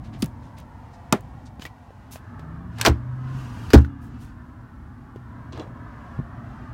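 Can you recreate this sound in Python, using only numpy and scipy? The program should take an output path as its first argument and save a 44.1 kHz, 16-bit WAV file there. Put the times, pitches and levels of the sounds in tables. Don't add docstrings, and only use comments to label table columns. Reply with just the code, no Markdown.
import sys
import numpy as np
from scipy import signal
from scipy.fft import rfft, irfft, next_fast_len
from scipy.io import wavfile

SR = 44100
rng = np.random.default_rng(int(sys.argv[2]) if len(sys.argv) > 2 else 0)


def store_wav(level_fs):
    pcm = np.round(np.clip(np.atleast_2d(level_fs), -1, 1) * 32767)
    wavfile.write(sys.argv[1], SR, pcm.T.astype(np.int16))


N = 296925
TIME_S = np.arange(N) / SR
BLOW_S = np.arange(SR // 2) / SR

# (frequency [Hz], level [dB])
RUMBLE_SPECTRUM = [(15, -44.5), (38, -10), (58, 0), (120, 0.5), (170, -9.5), (200, -9.5), (245, -5),
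                   (315, -14.5), (360, -21), (600, -53), (1000, -110)]
# (time [s], level [dB])
RUMBLE_LEVELS = [(0, -36.5), (0.95, -44.5), (1.35, -40.5), (1.8, -47.5), (2.5, -39.5), (3.95, -34),
                 (4.6, -41.5), (5.2, -42), (5.55, -36.5), (5.97, -40.5), (6.3, -37.5), (6.73, -37)]
# (time when nearest [s], level [dB], half-power offset, either sign [s])
CAR_PASSES = [(0.1, -52, 0.94), (1.05, -52, 0.36), (2.42, -49.5, -0.14), (3.519, -46, 0.3761),
              (5.42, -51, -0.11), (6.029, -46, 0.27), (6.6, -47.5, -0.16)]
# (frequency [Hz], level [dB])
FOOTWELL_SPECTRUM = [(200, -38.5), (380, -14.5), (670, 1), (1030, -1), (1200, -8.5), (1900, -13),
                     (2650, -26.5), (6000, -35.5), (16000, -50.5)]
# (frequency [Hz], level [dB])
DOOR_SPECTRUM = [(200, -38), (380, -2.5), (490, -9), (640, -1.5), (760, -3.5), (950, 0.5), (1250, -0.5),
                 (1750, -5.5), (2100, -16), (2500, -22), (3400, -28.5), (16000, -54.5)]
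# (frequency [Hz], level [dB])
CLOTH_SPECTRUM = [(1200, -28), (2300, -3), (2850, 2), (3400, -5), (6500, -5.5), (8000, -9), (16000, -16)]
# (time [s], length [s], level [dB])
SLEEVE_SLIDES = [(0.634, 0.8, -66), (1.59, 0.71, -65), (2.696, 0.11, -45.5), (2.978, 0.4, -63),
                 (3.21, 0.61, -51), (3.926, 0.37, -57), (5.795, 0.38, -63.5), (6.295, 0.4, -63)]
# (time [s], length [s], level [dB], centre [Hz], width [octaves])
RUB_STROKES = [(0.025, 0.06, -56.5, 1800, 1.17), (0.119, 0.058, -52.5, 1900, 1.0),
               (0.17, 0.098, -55, 5500, 1.8), (0.405, 0.089, -63.5, 2760, 1),
               (0.558, 0.059, -53.5, 2200, 1.1), (0.923, 0.039, -60.5, 4770, 0.52),
               (1.448, 0.034, -55.5, 4500, 0.61), (1.598, 0.052, -48.5, 3050, 1.05),
               (2.102, 0.059, -44, 5300, 1.7), (2.756, 0.14, -36, 790, 1.5),
               (3.997, 0.082, -59.5, 4450, 2.46), (4.176, 0.096, -58, 3940, 1.4),
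               (5.526, 0.14, -41, 475, 1.06), (5.513, 0.092, -55.5, 2960, 0.61)]
# (time [s], level [dB], pitch [Hz], t60 [s], tick [dB])
SMALL_KNOCKS = [(0.15, -32.5, 269, 0.03, -64), (0.2277, -14, 203, 0.079, -34.5),
                (0.2442, -22, 165, 0.084, -45), (1.596, -28, 204, 0.029, -48),
                (1.6205, -34.5, 3030, 0.044, -38), (1.6527, -30, 1940, 0.047, -35.5),
                (1.665, -39, 2290, 0.04, -52), (1.906, -35.5, 540, 0.013, -67),
                (2.158, -28, 666, 0.016, -43), (2.394, -37, 400, 0.0078, -49),
                (3.7043, -36.5, 4760, 0.073, -31.5), (3.8476, -26, 1480, 0.024, -43.5),
                (3.895, -62, 2841, 0.39, -76), (5.16, -27.5, 380, 0.019, -54.5),
                (6.1902, -17.5, 139, 0.065, -67), (6.199, -24.5, 236, 0.053, -73.5)]
# (time [s], body [dB], contact cutoff [Hz], crack [dB])
LID_BLOWS = [(0.2220, -59, 900, -23), (0.2250, -17.5, 254, -24.5), (1.1252, -10.5, 4020, -11),
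             (1.1278, -16.5, 1465, -38.5)]
# (frequency [Hz], level [dB], t60 [s])
LID_MODES = [(131, -8, 0.22), (238.2, 2.5, 0.09), (384, -1, 0.091), (580, -3, 0.045), (638, -7, 0.13),
             (840, -4, 0.066), (954, -1, 0.06), (1220, 5, 0.034), (1402, 2.5, 0.033), (2016, -5, 0.043),
             (2520, 5.5, 0.018), (3660, -5.5, 0.045), (5170, -15, 0.04)]
# (time [s], level [dB])
PLASTIC_TICKS = [(0.243, -32), (0.2595, -34.5), (0.586, -45), (0.601, -46.5), (1.208, -46), (1.641, -43),
                 (1.663, -41)]
# (time [s], length [s], start [Hz], top [Hz], climb exponent, level [dB])
GEAR_PULLS = [(2.33, 0.33, 152.9, 180.3, 2.3, -41.5), (2.719, 0.63, 99.65, 132.6, 0.52, -30.5)]
# (time [s], level [dB])
LATCH_CLICKS = [(2.7848, -35), (2.8122, -11), (2.8272, -32.5), (2.8435, -35)]
# (frequency [Hz], level [dB], t60 [s])
LATCH_MODES = [(1030, -13, 0.051), (1656, -12.5, .08), (3660, -18, .054), (4274, -11.5, .05),
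               (7822, -16, 0.043)]
# (time [s], body [dB], contact cutoff [Hz], crack [dB])
SEAT_BLOWS = [(2.8497, -10, 3500, -14), (2.8570, -16.5, 4000, -15.5), (2.8615, -11.5, 5000, -8.5),
              (2.8660, -14, 3250, -18.5), (2.8715, -7.5, 614, -19), (2.8815, -29, 1500, -21),
              (2.8965, -32.5, 1184, -34.5), (3.7330, -12, 3060, -14.5), (3.7365, 3.5, 430, -15.5),
              (3.7430, -10.5, 890, -14.5), (3.7515, -13, 1500, -24.5), (3.7632, -28, 1200, -27),
              (3.7758, -17, 1400, -30.5), (3.7835, -44, 1200, -32)]
# (frequency [Hz], level [dB], t60 [s])
SEAT_MODES = [(230, 3, 0.11), (281, 4.5, 0.14), (329.6, -3, 0.24), (423.4, 0.5, 0.14), (695, -8.5, 0.045),
              (827, -3, 0.11), (920, -5, 0.13), (1214, -15.5, 0.039), (1356, -6.5, .1), (1424, -2.5, 0.12),
              (1676, -4, 0.07), (4250, -10, 0.08)]
# (time [s], level [dB], contact cutoff [Hz])
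CUSHION_THUMPS = [(2.873, -20, 201), (2.8974, -11.5, 150), (3.744, -20.5, 250), (3.7590, 5, 130)]
# (frequency [Hz], level [dB], t60 [s])
CABIN_MODES = [(74.4, 3.5, 0.2), (108, -11.5, 0.22), (124.4, -5.5, 0.28), (210.7, -11, 0.26),
               (276.6, -19, 0.65)]
# (time [s], level [dB])
RATTLE_CLICKS = [(5.5235, -43), (5.5300, -44.5), (5.5750, -45), (5.5958, -38), (5.6230, -53)]
# (frequency [Hz], level [dB], t60 [s])
RATTLE_MODES = [(313.3, 4, 0.27), (548, -0.5, 0.34), (1054, -2, 0.084), (2830, -7.5, .09), (3370, -8, 0.12),
                (3980, -9, 0.095), (5800, -14, .05)]

HISS_SPECTRUM = [(3000, 0), (9000, -6), (16000, -9.5)]
KNOCK_TICK = [(500, 10), (2500, 8), (6000, -3), (10000, -13), (15000, -11.5)]
LID_DENSE = [(60, -23), (150, 9), (500, 1.5), (1400, -8.5), (3000, -16), (8000, -37.5)]
LID_CRACK = [(300, -58.5), (1200, -9), (3000, 3), (5500, 3), (9500, -1.5), (15000, -10.5)]
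STEEL_CRACK = [(700, -21), (2500, 3.5), (4500, 0.5), (8000, -4), (15000, -13.5)]
STEEL_BUZZ = [(70, 2.5), (700, -40)]
SEAT_DENSE = [(70, -5.5), (250, 5), (800, -2), (1600, -3.5), (4000, -20.5), (9000, -36.5)]
SEAT_CRACK = [(400, -17.5), (1400, 0.5), (2500, -0.5), (4200, 0.5), (7500, -8), (11000, -18),
              (15500, -15.5)]
TRUCK_SHUDDER = [(35, -19.5), (65, 0.5), (130, -3), (500, -47.5)]


def undb(db):
    return 10 ** (np.asarray(db) / 20)


def unit(x):
    return x / np.sqrt(np.mean(x ** 2))


def add(track, at_s, sound):
    start = int(at_s * SR)
    track[start:start + len(sound)] += sound[:N - start]


def cut(x, hz, kind, order=2):
    return signal.sosfilt(signal.butter(order, hz, kind, fs=SR, output="sos"), x)


def noise(spectrum, size=N):
    hz, db = np.transpose(spectrum)
    padded = next_fast_len(size)
    bins_hz = np.maximum(np.fft.rfftfreq(padded, 1 / SR), 1)
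    gain = undb(np.interp(np.log(bins_hz), np.log(hz), db))
    return unit(irfft(rfft(rng.standard_normal(padded)) * gain, padded)[:size])


def walk(rate_hz):
    knots = rng.standard_normal(int(N / SR * rate_hz) + 2)
    return np.interp(TIME_S * rate_hz, np.arange(len(knots)), knots)


def swell(at_s, length_s, attack_s, release_s):
    attack = ((TIME_S - at_s) / attack_s).clip(0, 1)
    return attack * np.exp(-np.maximum(TIME_S - at_s - length_s, 0) / release_s)


def rise(rise_s):
    return (BLOW_S / rise_s).clip(0, 1)


def fade(t60_s):
    return undb(-60 * BLOW_S / t60_s)


def ring(modes):
    return sum(undb(db) * fade(t60_s) * np.sin(2 * np.pi * hz * BLOW_S) for hz, db, t60_s in modes)


def reflect(x, echo_db, drift):
    out = x
    for lag_s in np.geomspace(0.0019, 0.009, 5):
        delay_s = lag_s * (1 + drift * walk(2))
        out = out + undb(echo_db) * np.interp(TIME_S - delay_s, TIME_S, x)
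    return unit(out)


def traffic():
    rumble_db = np.interp(TIME_S, *np.transpose(RUMBLE_LEVELS))
    rumble = noise(RUMBLE_SPECTRUM) * undb(0.56 * walk(6.5))
    phase = 2 * np.pi * np.cumsum(120 * (1 + 0.03 * walk(8.1))) / SR
    hum = undb(-12 + 2.3 * walk(5.4)) * np.sin(phase)
    hum += undb(-14.5 + 2.1 * walk(4.6)) * np.sin(2 * phase)
    car_power = sum(undb(db) ** 2 / (1 + ((TIME_S - at_s) / near_s) ** 2)
                    for at_s, db, near_s in CAR_PASSES)
    far_road_power = undb(-63) ** 2
    wash_db = 10 * np.log10(car_power + far_road_power) + 0.48 * walk(13)
    door_share = np.interp(TIME_S, [1.95, 2.25], [0.016, 0.96])
    wash = np.sqrt(1 - door_share) * noise(FOOTWELL_SPECTRUM) + np.sqrt(door_share) * noise(DOOR_SPECTRUM)
    return undb(rumble_db) * (rumble + hum) + undb(wash_db) * reflect(wash, echo_db=-12.5, drift=0.13)


def hiss():
    return undb(-73) * noise(HISS_SPECTRUM)


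def friction(spectrum, size, grain_db):
    catches = np.repeat(rng.standard_normal(size // 48 + 1), 48)[:size]
    return unit(noise(spectrum, size) * undb(grain_db * catches))


def sleeve():
    sliding = sum(undb(db) * swell(at_s, length_s, attack_s=0.23, release_s=0.035)
                  for at_s, length_s, db in SLEEVE_SLIDES)
    resting = undb(-73)
    level_db = 20 * np.log10(np.hypot(sliding, resting)) + walk(7.7)
    bright = reflect(friction(CLOTH_SPECTRUM, N, grain_db=-0.5), echo_db=-8.5, drift=0.15)
    dull = cut(bright, 2800, "low", order=1)
    speed = undb(2.3 * (level_db + 48)).clip(0, 1)
    return (dull + speed * (bright - dull)) * undb(level_db)


def rubs():
    out = np.zeros(N)
    bands_hz = np.geomspace(50, 18000, 24)
    for at_s, length_s, db, centre_hz, octaves in RUB_STROKES:
        bands_db = -4.5 * (np.log2(bands_hz / centre_hz) / octaves) ** 2
        rub = friction(np.column_stack([bands_hz, bands_db]), len(BLOW_S), grain_db=2.5)
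        progress = BLOW_S / (length_s / 2)
        stroke = (progress * np.exp(1 - progress)) ** 3
        add(out, at_s, undb(db) * rub * stroke)
    return out


def crack(spectrum, t60_s, tail_db, tail_t60_s):
    return noise(spectrum, len(BLOW_S)) * (fade(t60_s) + undb(tail_db) * fade(tail_t60_s))


def knocks():
    out = np.zeros(N)
    for at_s, db, hz, t60_s, tick_db in SMALL_KNOCKS:
        body = ring([(hz, 0, t60_s), (hz * 1.2, -5, t60_s * 0.52)])
        tick = crack(KNOCK_TICK, t60_s=0.016, tail_db=-4.5, tail_t60_s=0.12)
        add(out, at_s, undb(db) * body + undb(tick_db) * tick)
    return cut(out, 41, "high")


def struck(blows, modes, modes_db, dense, dense_db, dense_t60_s, rise_s, highpass_ratio, **crack_shape):
    out = np.zeros(N)
    tone = undb(modes_db) * (ring(modes[::2]) - ring(modes[1::2]))
    for at_s, body_db, contact_hz, crack_db in blows:
        body = tone + undb(dense_db) * noise(dense, len(BLOW_S)) * fade(dense_t60_s)
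        body = cut(body, highpass_ratio * contact_hz, "high")
        body = cut(body, contact_hz, "low")
        blow = undb(body_db) * body + undb(crack_db) * crack(**crack_shape)
        add(out, at_s, rise(rise_s) * blow)
    return out


def lid():
    return struck(LID_BLOWS, LID_MODES, modes_db=-6, dense=LID_DENSE, dense_db=-4, dense_t60_s=0.12,
                  rise_s=0.0002, highpass_ratio=0.028,
                  spectrum=LID_CRACK, t60_s=0.016, tail_db=-28.5, tail_t60_s=0.14)


def plastic_ticks():
    out = np.zeros(N)
    for at_s, db in PLASTIC_TICKS:
        bright = cut(rng.standard_normal(len(BLOW_S)), 4000, "high", order=1)
        add(out, at_s, undb(db) * bright * fade(0.012))
    return out


def engine(sag_hz_per_s=69):
    out = np.zeros(N)
    for at_s, length_s, start_hz, top_hz, exponent, db in GEAR_PULLS:
        climb = ((TIME_S - at_s) / length_s).clip(0, 1) ** exponent
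        coasting_s = (TIME_S - at_s - length_s).clip(0, 1)
        firing_hz = start_hz + (top_hz - start_hz) * climb - sag_hz_per_s * coasting_s
        phase = 2 * np.pi * np.cumsum(firing_hz * (1 + 0.006 * walk(25.14))) / SR
        tone = np.sqrt(2) * (np.sin(phase) + undb(-19.5) * np.sin(2 * phase))
        throttle = swell(at_s, length_s, attack_s=0.12, release_s=0.19)
        out += throttle * undb(db + 0.42 * walk(3.2)) * tone
    return out


def steel(clicks, modes, top_hz):
    out = np.zeros(N)
    for at_s, db in clicks:
        click = crack(STEEL_CRACK, t60_s=0.018, tail_db=-25.5, tail_t60_s=0.1)
        buzz = sum(ring([mode]) * noise(STEEL_BUZZ, len(BLOW_S)) for mode in modes)
        add(out, at_s, undb(db) * rise(0.001) * cut(click + buzz, top_hz, "low", order=4))
    return out


def latch():
    return steel(LATCH_CLICKS, LATCH_MODES, top_hz=15000)


def seat():
    return struck(SEAT_BLOWS, SEAT_MODES, modes_db=-10.5, dense=SEAT_DENSE, dense_db=-1, dense_t60_s=0.11,
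                  rise_s=0.00083, highpass_ratio=0.16,
                  spectrum=SEAT_CRACK, t60_s=0.028, tail_db=-18.5, tail_t60_s=0.091)


def boom():
    out = np.zeros(N)
    cabin = ring(CABIN_MODES)
    for at_s, db, contact_hz in CUSHION_THUMPS:
        shudder = undb(-23) * noise(TRUCK_SHUDDER, len(BLOW_S)) * fade(0.29)
        add(out, at_s, undb(db) * cut(cabin + shudder, contact_hz, "low", order=1))
    return cut(out, 50, "high", order=4)


def rattle():
    return steel(RATTLE_CLICKS, RATTLE_MODES, top_hz=7100)


def scene():
    background = traffic() + hiss()
    handling = sleeve() + rubs() + knocks() + lid() + plastic_ticks()
    return (background + handling + engine() + latch() + seat() + boom() + rattle())[None]


def follow(x, attack_s, release_db_per_s):
    step = 1 / (attack_s * SR)
    level_db = 20 * np.log10(signal.lfilter([step], [1, step - 1], np.abs(x)) + 1e-9)
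    release_db = release_db_per_s * TIME_S
    return np.maximum.accumulate(level_db + release_db) - release_db


def record(dry):
    threshold_db, ceiling, top_hz = -4.5, 1.03, 16000
    level_db = follow(dry[0], attack_s=0.0086, release_db_per_s=7.5)
    limited = dry * undb(-np.maximum(0, level_db - threshold_db))
    rounded = limited / (1 + (limited / ceiling) ** 6) ** (1 / 6)
    return signal.sosfilt(signal.ellip(10, 0.2, 80, top_hz, fs=SR, output="sos"), rounded)


dry = scene()
out = record(dry)
store_wav(out)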